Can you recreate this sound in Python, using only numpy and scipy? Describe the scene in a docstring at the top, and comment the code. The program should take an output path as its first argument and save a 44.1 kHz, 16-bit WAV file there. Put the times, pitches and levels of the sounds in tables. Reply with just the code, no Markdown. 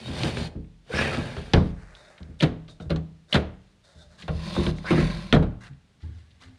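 """Drawers and a fridge door in a hut kitchen

Two wooden drawers are pulled open and banged shut close to the microphone. Random catches on dry runners
drive resonances as rasp and rumble; gliding stick-slip tones squeak; blows ring decaying panel modes.
Filtered grains make soft breath-like hisses, scrapes, and the brush of fingers and a sleeve; at the end a
hollow fridge door thuds in low modes as it is swung aside. A short echo and a faint hush surround it."""
import sys
import numpy as np
from scipy import signal
from scipy.fft import rfft, irfft, next_fast_len
from scipy.io import wavfile
from scipy.ndimage import uniform_filter1d

SR = 44100
rng = np.random.default_rng(int(sys.argv[2]) if len(sys.argv) > 2 else 0)


def transcribe(signal):
    """Save signal, clipped to [-1, 1], as a 16-bit WAV file at the path in sys.argv[1]."""
    frames = np.atleast_2d(signal).T
    limited = np.clip(frames, -1, 1)
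    pcm = np.round(limited * 32767).astype(np.int16)
    wavfile.write(sys.argv[1], SR, pcm)


N = 290212
T = np.arange(N) / SR
RING = T[:int(.6 * SR)]  # time axis of one decaying sound, s
RING_HZ = np.maximum(np.arange(len(RING) // 2 + 1) * SR / len(RING), 1)
OCTAVES = 30 * 2 ** np.arange(10)[:, None]  # band centres, Hz
OCTAVE_SHARE = np.maximum(1 - abs(np.log2(RING_HZ / OCTAVES)), 0)
CRUNCH_S = .004  # scatter of contacts in a bump or rebound

# spectrum of the runners' rasp: hz, level_db
RASP = [(900, -10), (2000, -5.5), (3000, -4.5), (3700, -1.5), (4500, -3.5), (5300, -10.5), (6500, -14),
        (7500, -19), (9000, -15), (10200, -20), (15000, -28)]
# spectrum of sleeve cloth and of soft hisses: hz, level_db
CLOTH = [(300, -8), (700, -3), (1000, -7), (1600, 0), (2800, -6), (3800, -1), (5500, -11), (9000, -18),
         (15000, -32)]
# spectrum of the hut's echo: hz, level_db
HUT = [(50, -11.5), (200, -10.5), (600, 1.5), (1500, -11), (4000, -13.5), (10000, 2)]
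# decay of the hut's echo: hz, t60_s
HUT_T60 = [(100, 0.88), (500, 0.42), (2000, 0.5), (5000, 0.3), (12000, 0.049)]
# resonances of the upper drawer's bottom and sides: hz, width_hz, level_db
UPPER_BOX = [(380, 120, 6.5), (528, 160, 4.5), (600, 120, -1), (780, 200, -1.5), (1080, 320, -4.5),
             (1396, 160, -2.5), (1590, 70, 1.5), (1683, 30, 1), (1797, 55, -3.5), (2040, 110, -4),
             (2236, 60, 0.5), (2460, 120, -1.5), (2700, 60, -5.5)]
# resonances of the lower drawer's bottom and sides: hz, width_hz, level_db
LOWER_BOX = [(345, 24, 7.5), (584, 110, 3), (774, 130, -6), (1040, 88, 5.5), (1620, 170, 3.5),
             (1967, 160, -1), (2300, 330, 2.5), (2650, 45, 3.5), (2850, 61, -15)]
BOXES = {"upper": UPPER_BOX, "lower": LOWER_BOX}


def undb(db):
    """Logarithmic level: decibels to amplitude gain."""
    return 10 ** (np.asarray(db) / 20)


def unit(x):
    """Power normalisation: scale to rms 1."""
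    return x / np.sqrt(np.mean(x ** 2) + 1e-20)


def loudest(x, size=882):
    """Short-time power: rms of the loudest stretch of size samples."""
    return np.sqrt(uniform_filter1d(x ** 2, size, mode="constant").max() + 1e-20)


def steady(x, size=1500):
    """Level equalisation: divide by the running rms, so that only the colour keeps changing."""
    return x / np.sqrt(np.abs(uniform_filter1d(x ** 2, size)) + 1e-12)


def add(out, s, x):
    """Superposition: mix x into out at time s."""
    i = max(int(s * SR), 0)
    out[i:i + len(x)] += x[:len(out) - i]


def lookup(points, hz):
    """Interpolation of a (Hz, value) table on a log-frequency axis."""
    f, value = np.transpose(points)
    return np.interp(np.log(np.maximum(hz, 1)), np.log(f), value)


def band(x, lo, hi, order=2):
    """Causal band-pass filtering."""
    sos = signal.butter(order, [lo, min(hi, SR / 2 - 1)], "band", fs=SR, output="sos")
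    return signal.sosfilt(sos, x + 1e-18)


def colour(x, points):
    """Spectral weighting: multiply the spectrum of x by a (Hz, dB) curve."""
    n = next_fast_len(len(x) + SR // 10)
    hz = np.arange(n // 2 + 1) * SR / n
    return irfft(rfft(x, n) * undb(lookup(points, hz)), n)[:len(x)]


def resonate(x, peaks):
    """Forced resonance: parallel (Hz, width, dB) resonators driven by x."""
    return sum(undb(db) * signal.lfilter(*signal.iirpeak(hz, hz / width, SR), x) for hz, width, db in peaks)


def through(x, response):
    """Linear response: convolve x with an impulse response."""
    return signal.fftconvolve(x, response)[:len(x)]


def dense_ring(spectrum, t60s):
    """High modal density: overlapping modes become octave bands of noise, each with its own decay."""
    noise = rfft(rng.standard_normal(len(RING))) * undb(lookup(spectrum, RING_HZ))
    decay_rate = np.float32(-np.log(1000) / lookup(t60s, OCTAVES))
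    decay = np.exp(np.maximum(decay_rate * np.float32(RING), -20))
    octaves = irfft(np.complex64(noise) * np.float32(OCTAVE_SHARE))
    return np.sum(octaves * decay, axis=0, dtype=float)


def walk(rate):
    """Slow random modulation: rate random values a second joined by lines, with a spread near 1."""
    steps = rng.standard_normal(2048)
    return np.interp(T * rate, np.arange(len(steps)), steps)


def grains(rate, spread_db):
    """Shot noise: random tiny contacts, rate a second, of unequal size."""
    hits = rng.random(N) < rate / SR
    return hits * rng.choice([-1, 1], N) * undb(spread_db * rng.standard_normal(N))


def shifting(x, peaks, sway_db, drift, rate):
    """Moving excitation point: each resonance swells and fades on its own, and all drift in pitch."""
    y = sum(resonate(x, [peak]) * undb(sway_db * walk(rate)) for peak in peaks)
    warped_time = T + np.cumsum(drift * walk(rate)) / SR
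    return np.interp(warped_time, T, y)


def panels(scatter_db, detune):
    """Modal synthesis: decaying cabinet modes whose balance and pitch vary at random with each call."""
    # modes of cabinet and drawer panels: hz, level_db, t60_s
    cabinet = [(44.4, -9.5, 0.78), (76.24, 2.5, 0.39), (96, -15.5, 0.27), (117.1, -9.5, 0.55),
               (151.9, 2.5, 0.2), (160.2, 1, 0.51), (190.7, -4.5, .5), (215, -8, .25), (242.8, -8, 0.4),
               (280.3, -14, 0.46), (312, -12, 0.42), (363.7, -11.5, 0.15), (430, -10, 0.38),
               (468, -13, .35), (508.4, -9.5, 0.3), (629, -8, 0.22), (727, -12, 0.17)]
    hz, db, t60 = np.transpose(cabinet)
    size, pitch = rng.standard_normal((2, len(cabinet)))
    sign = (-1) ** np.arange(len(cabinet))
    phase = np.outer(np.float32(2 * np.pi * hz * (1 + detune * pitch)), np.float32(RING))
    decay = np.exp(-np.log(1000) * RING / t60[:, None])
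    return np.einsum("m,mt,mt->t", sign * undb(db + scatter_db * size), np.sin(phase), decay)


def crunch(length, roughness):
    """Contact force: one sharp touch, then a fading scatter of smaller ones."""
    scatter = rng.standard_normal(len(RING)) ** 3 * np.exp(-RING / max(length, 1e-4))
    return (RING == 0) + roughness * scatter / np.linalg.norm(scatter)


def air():
    """Broadband background noise: the faint hush of the hut, slowly varying in level."""
    # spectrum of the still air: hz, level_db
    hush = [(25, -13), (40, -6), (80, -1), (170, 0), (280, -11), (500, -15), (1000, -21), (3800, -22),
            (6000, -29), (9500, -34), (15000, -42)]
    return unit(colour(rng.standard_normal(N), hush)) * undb(-62 + walk(0.56))


def effort(t, start, full, hold_s, stop, swell_db, slacken_db, run_out_s, power):
    """Force envelope: the hand brings the drawer up to speed, holds, eases off, and the drawer runs out."""
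    # the power 1.3 makes the pull pick up quickly, then level off
    rising = np.maximum((full - t) / (full - start), 0) ** 1.3
    falling = np.clip((t - full - hold_s) / max(stop - full - hold_s, 1e-3), 0, 1) ** power
    run_out = np.exp(-np.maximum(t - stop, 0) / run_out_s)
    return undb(-swell_db * rising - slacken_db * falling) * run_out


def rasp(wander_db=4.5, count=5):
    """Friction noise: several runner patches rub at once, each with its own ring, under a shifting load."""
    # resonances of the runner strips under the moving contact: hz, width_hz, level_db
    runners = [(2400, 120, 0), (3080, 130, 1), (3740, 150, 3), (4300, 220, 2)]
    out = 0
    for _ in range(count):
        patch = dense_ring(RASP, [(1000, .05), (10000, .022)])  # hz, t60_s
        load = undb(wander_db * walk(14))
        out = out + through(grains(rate=970, spread_db=4) * load, patch)
    strips = shifting(out, runners, sway_db=4, drift=.02, rate=14)
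    return band(steady(out + undb(-7.0) * strips), 600, 16000)


def slide(drawer, unevenness_db):
    """Friction-driven resonance: fine catches of wood grain rasp and ring the sides, coarser ones ring bottom
    and cabinet."""
    # each drawer is pulled out, then pushed back: drawer, start_s, full_speed_s, hold_s, stop_s, swell_db,
    # slackening_db, run_out_s, rasp_db, chatter_db, groan_db, rumble_db
    strokes = [("upper", 0.0, 0.25, 0.026, 0.466, 10.3, 6.9, .006, -38.5, -43.5, -38.5, -32),
               ("upper", 0.84, 0.96, 0.057, 1.7, 35, 25.1, .008, -35, -29, -31.5, -29.5),
               ("lower", 4.296, 4.522, 0.18, 4.675, 15.4, 9.7, 0.06, -40, -54, -41, -33),
               ("lower", 4.825, 4.89, 0.11, 5.309, 16.4, 13.8, .008, -37, -37, -36, -28.5)]
    # how rasp, chatter, groan and rumble follow a stroke: db_per_db_of_effort, slackening_power, lag_s
    responses = [(1.0, 0.79, 0.011), (1.4, 0.77, 0.011), (1.32, 1.02, 0), (0.84, 0.69, 0.037)]
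    # the runners bind or run easy for a moment: centre_s, half_length_s, effort_change_db
    binds = [(0.198, 0.046, 3), (0.264, .03, 3), (0.339, 0.029, -2), (.4, 0.033, 5), (0.932, 0.0075, 1.5),
             (1.146, 0.012, 5.5), (4.924, 0.076, -3.5), (5.064, 0.027, -1)]
    # cabinet band shaken by each drawer, the deep one reaching the lowest modes: from_hz, to_hz
    rumble_hz = {"upper": (110, 330), "lower": (68, 205)}

    upper_modes = [peak for peak in BOXES[drawer] if peak[0] > 1000]
    fine_catches = grains(rate=900, spread_db=3.0)
    sides = band(shifting(fine_catches, upper_modes, sway_db=4, drift=.025, rate=24), 1300, 2700)
    bottom = band(resonate(grains(rate=300, spread_db=3), BOXES[drawer]), 300, 1150, order=3)
    # the hand and the runners damp the panels while the drawer moves
    held = panels(scatter_db=6, detune=0.0014) * np.exp(-RING / 0.028)
    rumble = band(through(grains(rate=270, spread_db=0), held), *rumble_hz[drawer], order=3)
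    layers = [unit(rasp()), steady(sides), steady(bottom), steady(rumble, size=4000)]

    out = np.zeros(N)
    for name, start, full, hold_s, stop, swell_db, slacken_db, run_out_s, *levels in strokes:
        if name != drawer:
            continue
        near = (T > start - .5) & (T < stop + .5)
        for x, db, (follow, power, lag_s) in zip(layers, levels, responses):
            t = T[near] - lag_s
            gain = effort(t, start, full, hold_s, stop, swell_db, slacken_db, run_out_s, power)
            out[near] += undb(db) * x[near] * gain ** follow
    binding = sum(db * np.exp(-np.minimum(((T - s) / half_s) ** 2, 20)) for s, half_s, db in binds)
    return out * undb(binding + unevenness_db * walk(55))


def squeaks(rough=0.13):
    """Stick-slip oscillation: a binding edge sounds a short, unsteady, gliding tone."""
    # wood binds, and the door's hinge groans: start_s, length_s, start_hz, end_hz, level_db, pitch_waver_share
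    slips = [(0.045, .045, 3740, 3760, -40, .015), (.39, .09, 4150, 4300, -43, .05),
             (0.901, .016, 470, 500, -28, .02), (.918, .045, 1400, 1720, -34, .05),
             (.925, .04, 2200, 2400, -38, .05), (0.972, .042, 1700, 1670, -24, .02),
             (.98, .06, 2250, 2650, -28, .08), (1.105, .05, 1350, 1300, -35, .08),
             (.94, .08, 5400, 5200, -38, .08), (1.02, .065, 2000, 1750, -31, .09),
             (1.05, .05, 2500, 2350, -32, .06), (4.52, .11, 3550, 3750, -41, .05),
             (4.59, .1, 1020, 1100, -39, .1), (4.848, .062, 1400, 1750, -31, .12),
             (4.855, .025, 4900, 5050, -44, .05), (4.868, .055, 2050, 2300, -32, .11),
             (4.93, .11, 1950, 1750, -34, .13), (6.41, .16, 264, 258, -56, .03)]
    out = np.zeros(N)
    for s, length, start_hz, end_hz, db, waver in slips:
        u = np.minimum(RING / length, 1)
        noises = rng.standard_normal((2, len(RING)))
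        pitch, grip = (unit(uniform_filter1d(v, size=40)) for v in noises)
        hz = (start_hz + (end_hz - start_hz) * u) * (1 + waver * pitch)
        phase = 2 * np.pi * np.cumsum(hz) / SR
        swell = np.sqrt(np.abs(np.sin(np.pi * u))) * (1 + rough * grip)
        tone = np.sin(phase) + undb(-32.0) * np.sin(2 * phase)
        add(out, s, undb(db) * swell * tone)
    return out


def strike(db, boom_db, dull_db, ring_hz, crunch_s, box=None, sides_db=0, boards_db=17, roughness=0.6,
           favour_db=10.0, ring_s=0.028, echo_db=-6, crack_fall=2.64):
    """Impact excitation: the spot favours one ring, weight adds boom, a soft contact dulls the treble."""
    # dense, short modes of the boards: hz, level_db
    board_spectrum = [(35, -8), (160, -3), (400, -5), (700, -6), (900, -9), (1500, -6.5), (2300, -6),
                      (3200, -4), (4000, -5), (5000, -17), (6000, -21), (7500, -27), (9500, -28),
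                      (15000, -38)]
    # decay of the boards: hz, t60_s
    board_t60 = [(60, 0.65), (200, 0.34), (600, 0.17), (1500, 0.13), (4000, 0.076), (10000, 0.012)]
    # registers of boom, body, upper body and crack: from_hz, to_hz
    band_edges = [(25, 110), (110, 400), (400, 1500), (1500, 15000)]

    boards = through(crunch(crunch_s, roughness), dense_ring(board_spectrum, board_t60))
    if box:  # a hard blow rings the drawer's own sides too
        boards = boards + undb(sides_db) * band(resonate(boards, box), 1600, 2700)
    # every spot reaches the walls by other paths, so each blow has its own diffuse tail
    echo = colour(dense_ring(board_spectrum, HUT_T60), HUT)
    favoured = undb(favour_db) * np.sin(2 * np.pi * ring_hz * RING) * np.exp(-RING / ring_s)
    broadband = undb(boards_db) * (boards + undb(echo_db) * echo)
    ring = panels(scatter_db=2.5, detune=0.006) + favoured + broadband
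    registers = [band(ring, lo, hi, order=3) for lo, hi in band_edges]
    # each register is set on its own; the body register stands at db
    gains = undb(db + np.array([boom_db, 0, -dull_db, -crack_fall * dull_db]))
    return sum(gain * x / loudest(x) for gain, x in zip(gains, registers))


def bumps():
    """Impact excitation: single knocks as a drawer bumps on its runners and stops."""
    # knocks: start_s, body_level_db, boom_above_body_db, dullness_db, favoured_ring_hz
    knocks = [(0.085, -32.5, -2, 16, 261), (0.234, -25.5, -6.5, 7.5, 325), (0.262, -36, -7, 11, 299),
              (0.3695, -33.5, -1, 3.5, 404), (0.551, -32.5, -1.5, 27, 161), (0.935, -29, 0, 16, 205),
              (1.171, -25.5, -4.5, 11, 255), (1.366, -35, 3, 4, 400), (2.203, -40.5, 1.5, 18, 183),
              (2.286, -42, 2.5, 23, 167), (2.683, -49, -8, 6, 164), (2.8, -37, -5, 7.5, 177),
              (2.855, -39.5, 7.5, 19, 153), (2.897, -34, -17, 6, 429), (2.903, -21.5, -4, 6, 560),
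              (2.96, -32.5, 3, 9, 220.3), (3.95, -54, 6, 35, 172), (4.058, -69, 16.5, 20, 176),
              (4.224, -40.5, -8, 14, 176), (4.28, -25, -1, 7, 149), (4.335, -42, 15.5, 20, 121),
              (4.565, -28, -18, 7.5, 530), (4.577, -20, -4, 27, 349), (4.664, -22.5, -2, 10, 350),
              (4.906, -16, -19, 7.5, 345), (4.931, -24, -6, 7.5, 340), (4.977, -17, -5.5, 10.5, 345),
              (5.021, -26.5, -4.5, 15, 143), (5.346, -20, -6, 5, 620), (5.426, -29, -4, 7, 470)]
    out = np.zeros(N)
    for s, *blow in knocks:
        add(out, s, strike(*blow, CRUNCH_S, favour_db=5))
    return out


def taps():
    """Short contact, broad spectrum: hard edges touch and scuff in brief clusters of clicks."""
    # clicks of handles, drawer edges and the door catch: start_s, level_db, centre_hz, length_s
    clicks = [(0.234, -31.5, 4000, 0.003), (0.37, -38.5, 2000, 0.002), (0.646, -69, 1700, .004),
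              (1.172, -43.5, 5000, 0.003), (1.367, -43, 1050, .003), (1.535, -24.5, 4340, 0.0036),
              (1.951, -52.5, 3790, 0.0044), (2.179, -54, 2760, 0.011), (2.229, -57, 4540, 0.003),
              (2.407, -47, 7000, 0.0037), (2.431, -44, 6500, 0.0069), (2.68, -55, 4000, 0.01),
              (2.904, -48, 3800, 0.01), (2.96, -46.5, 5600, 0.0056), (4.223, -45.5, 3200, 0.0076),
              (4.565, -33.5, 1030, 0.0031), (4.665, -35.5, 2500, 0.003), (4.785, -49, 1600, 0.0037),
              (4.844, -43, 800, 0.0044), (4.906, -31, 1860, 0.004), (5.67, -59, 2014, 0.012),
              (5.732, -68.5, 2600, .005), (6.021, -65, 4490, 0.0095), (6.306, -64, 4200, 0.018)]
    out = np.zeros(N)
    for s, db, hz, length in clicks:
        click = colour(crunch(length, roughness=27), RASP)
        click = band(click, hz / 2, hz * 1.35, order=3)
        add(out, s, undb(db) * click / loudest(click))
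    return out


def slams(count=2):
    """Inelastic rebound: the drawer hits the cabinet's back, rocks it and rebounds weaker and duller."""
    # a free-running drawer slams home: drawer, start_s, body_level_db, boom_above_body_db, dullness_db,
    # favoured_ring_hz, crunch_length_s, sides_ring_db, loss_per_rebound_db
    impacts = [("upper", 1.5348, -14, -2.4, 5.2, 165, 0.0012, -26, 3.8),
               ("lower", 5.327, -11.5, -11, 6.3, 235, 0.0063, -8.5, 6.3)]
    sway_hz, sway_db, sway_s = 41, -6, .07  # rocking cabinet: pitch, level re the slam, decay
    rebound_s, rebound_hz = .036, 159.5  # spacing and favoured ring of the rebounds
    rebound_boom_db, rebound_dull_db = -2, 6.5  # boom of each, added dullness per rebound
    out = np.zeros(N)
    for drawer, s, db, boom_db, dull_db, ring_hz, crunch_s, sides_db, loss_db in impacts:
        blow = strike(db, boom_db, dull_db, ring_hz, crunch_s, BOXES[drawer], sides_db,
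                      favour_db=10, ring_s=0.013)
        add(out, s, blow)
        sway = np.sin(2 * np.pi * sway_hz * RING) * np.exp(-RING / sway_s)
        add(out, s, undb(db + sway_db) * sway)
        for k in range(1, count + 1):
            rebound = strike(db - k * loss_db, rebound_boom_db, dull_db + k * rebound_dull_db,
                             rebound_hz, CRUNCH_S)
            add(out, s + k * rebound_s, rebound)
    return out


def snaps(roughness=1.2):
    """Impulsive excitation of a narrow resonance: hard cracks as a wedged edge lets go or a drawer slams home."""
    # cracks: start_s, level_db, centre_hz, width_hz, length_s
    cracks = [(1.535, -18, 3000, 2200, 0.0019), (2.4025, -31, 2800, 700, .002),
              (2.4072, -25, 3200, 900, 0.0025), (2.434, -28, 3900, 1400, .005),
              (3.3268, -19.5, 2950, 700, 0.0027), (3.331, -19.5, 3550, 900, 0.0025),
              (5.3261, -15.5, 2700, 1900, .0015)]
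    out = np.zeros(N)
    for s, db, hz, width, length in cracks:
        edge = [(hz, width, 0)]
        ringing = resonate(resonate(crunch(length, roughness), edge), edge)
        crack = band(ringing, 1000, 4400, order=4)
        add(out, s, undb(db) * crack / loudest(crack, size=176))
    return out


def rubs():
    """Filtered shot noise: soft breath-like hisses, scrapes, and fingertips that ring a drawer front."""
    # soft breath-like hisses, fingertips on a drawer front or handle, and the soft scrape of the tight drawer
    # just before it gives: start_s, swell_s, hold_s, release_s, level_db, brightness_db, front_ring_db
    strokes = [(1.664, 0.15, 0.31, 0.15, -55.5, -6, -9.5), (1.942, .01, 0.096, 0.063, -60, 18, 22),
               (2.388, .015, .002, .01, -49, 6, 0), (2.679, 0.019, 0.0087, 0.028, -53, 6, 5),
               (2.799, 0.012, 0.019, 0.022, -57.5, 4, 5), (3.278, 0.056, .002, .01, -48, -0.5, -5.5),
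               (3.833, 0.016, 0.057, 0.14, -59.5, 0.5, -3), (3.968, 0.046, 0.018, 0.014, -54.5, 1, 16),
               (4.09, 0.038, 0.023, 0.023, -62.5, -2, -8), (4.174, 0.035, 0.015, 0.022, -54, 17, -2),
               (4.743, 0.038, 0.01, 0.012, -53, 11, -2)]
    # resonances of a rubbed front: hz, width_hz, level_db
    front_modes = [(609, 38, 8.5), (764, 41, -7), (1437, 22, 2.5), (1557, 53, -0.5), (2000, 78, -2.5),
                   (2330, 35, 0), (2980, 55, -5), (3660, 160, 5.5), (4210, 133, -14.5)]
    catches = grains(rate=3000, spread_db=3.5)
    plain = unit(colour(catches, CLOTH))
    front = steady(shifting(catches, front_modes, sway_db=2.5, drift=.008, rate=12))
    both = np.array([plain, front])
    dull, bright = band(both, 300, 2700), band(both, 2700, 12000)
    out = np.zeros(N)
    for s, swell_s, hold_s, release_s, db, bright_db, ring_db in strokes:
        release = np.exp(-np.clip((T - s - swell_s - hold_s) / release_s, 0, 20))
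        envelope = np.clip((T - s) / swell_s, 0, 1) * release
        hiss, ring = dull + undb(bright_db) * bright
        out += undb(db) * envelope * unit(hiss + undb(ring_db) * ring)
    return out * undb(0.78 * walk(28))


def jerks():
    """Intermittent contact: the tight lower drawer gives in quick, separate blows."""
    # it jerks in or out of its frame; an edge grazes, then its sides knock in turn: start_s, body_level_db,
    # boom_above_body_db, dullness_db, favoured_ring_hz, crunch_length_s
    contacts = [(2.4063, -34.5, -9.5, 0, 602, .006), (2.4224, -25, -9.5, 4.5, 312, .003),
                (2.426, -15.5, -14.5, 9, 158.9, .002), (2.4332, -21, -5.5, 7.5, 162.4, .005),
                (3.3262, -32, -9.5, -1, 602, 0.0069), (3.3403, -22, -9.5, 4, 215, 0.0035),
                (3.3443, -16.5, -7.5, 6.5, 161.1, 0.0022), (3.3531, -19, -8.5, 4.5, 159.8, 0.0068)]
    out = np.zeros(N)
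    for s, *blow in contacts:
        knock = strike(*blow, box=LOWER_BOX, sides_db=-11.0, ring_s=0.04, favour_db=9,
                       echo_db=-6.5, crack_fall=1.7)
        add(out, s, knock)
    return out


def sleeve():
    """Fibre friction: cloth rubs and crinkles softly as the arm reaches about and swings the door."""
    # the sleeve brushes past: start_s, hold_s, level_db, release_s
    brushes = [(3.6, .12, -72, .02), (4.18, 0.049, -52.5, 0.035), (5.602, 0.086, -51.5, 0.0043),
               (5.785, 0.16, -80, 0.062), (5.999, 0.032, -63, 0.41), (6.4, 0.038, -55.5, 0.047),
               (6.506, .07, -76.5, .1)]
    # folds of the sleeve ring briefly: hz, width_hz, level_db
    fold_modes = [(1155, 75, 4.5), (1600, 370, 2), (2030, 100, 5), (2800, 100, 4.5), (4540, 530, -7)]
    attack_s = 0.011
    rub = np.zeros(N)
    for s, hold_s, db, release_s in brushes:
        attack = np.clip((T - s) / attack_s, 0, 1)
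        rub += undb(db) * attack * np.exp(-np.clip((T - s - hold_s) / release_s, 0, 20))
    cloth = colour(grains(rate=1500, spread_db=-0.5), CLOTH)
    folds = shifting(cloth, fold_modes, sway_db=3, drift=.015, rate=18)
    return steady(cloth + folds) * rub * undb(2 * walk(45))


def door(favour_db=13.5, ring_s=0.03):
    """Modal excitation by soft force: pushes and tugs make the hollow door thud, each favouring one ring."""
    # the fridge door is gripped, pulled free of its seal and swung: start_s, level_db, softness_s,
    # favoured_ring_hz
    pushes = [(5.695, -40, .006, 138), (6.022, -32, .022, 78.6), (6.085, -38, 0.0077, 105.5),
              (6.16, -45, .012, 80), (6.335, -56, .02, 80.6), (6.445, -47, 0.029, 83)]
    # modes of the door's hollow body: hz, level_db, t60_s
    body_modes = [(78.8, 4, 0.21), (104, -5.5, 0.43), (147.4, -5, 0.2), (186.6, -7.5, 0.29), (249, -9, 0.2),
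                  (316.5, -11, 0.15), (443, -19, 0.081), (850, -18, 0.081), (1114, -28, 0.084),
                  (1600, -22.5, 0.058), (2050, -26, 0.058)]
    body = sum(undb(mode_db) * np.sin(2 * np.pi * hz * RING) * undb(-60 * RING / t60)
               for hz, mode_db, t60 in body_modes)
    out = np.zeros(N)
    for s, db, soft_s, ring_hz in pushes:
        favoured = undb(favour_db) * np.sin(2 * np.pi * ring_hz * RING) * np.exp(-RING / ring_s)
        onset = 1 - np.exp(-(RING / soft_s) ** 2)
        thud = (favoured + through(crunch(soft_s, roughness=1.0), body)) * onset
        add(out, s, undb(db) * thud / loudest(thud))
    return out


def hut(x, build_s=0.0089):
    """Diffuse reverberation: the small room's echo builds in milliseconds and dies in a fraction of a second."""
    echo = dense_ring(HUT, HUT_T60) * (1 - np.exp(-RING / build_s))
    return x + undb(-32.0) * through(x, echo)


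def scene():
    """Superposition: drawers, soft hisses, hand and door in the room; struck blows carry their own echo."""
    # low note that hangs in the hut after the upper drawer has moved: hz, width_hz, level_db
    linger = [(191, 1.1, -6.5)]
    upper = slide("upper", unevenness_db=0.75)
    upper = upper + resonate(upper, linger)
    lower = slide("lower", unevenness_db=0.8)
    knocks = slams() + jerks() + snaps() + bumps()
    in_room = hut(upper + lower + squeaks() + taps() + rubs() + sleeve() + door())
    return (knocks + in_room + air())[None]


def record(dry):
    """Transducer response: the microphone drops the deepest bass, dulls the treble and cuts the top."""
    # the microphone's treble: hz, level_db
    mic = [(10000, -0.5), (11200, -13.5), (15000, -8.5)]
    x = colour(dry[0], mic)
    x = signal.sosfilt(signal.butter(2, 20, "high", fs=SR, output="sos"), x)
    top_cut = signal.ellip(8, .2, 70, 15200, fs=SR, output="sos")
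    return signal.sosfilt(top_cut, x)[None]


dry = scene()
out = record(dry)
transcribe(out)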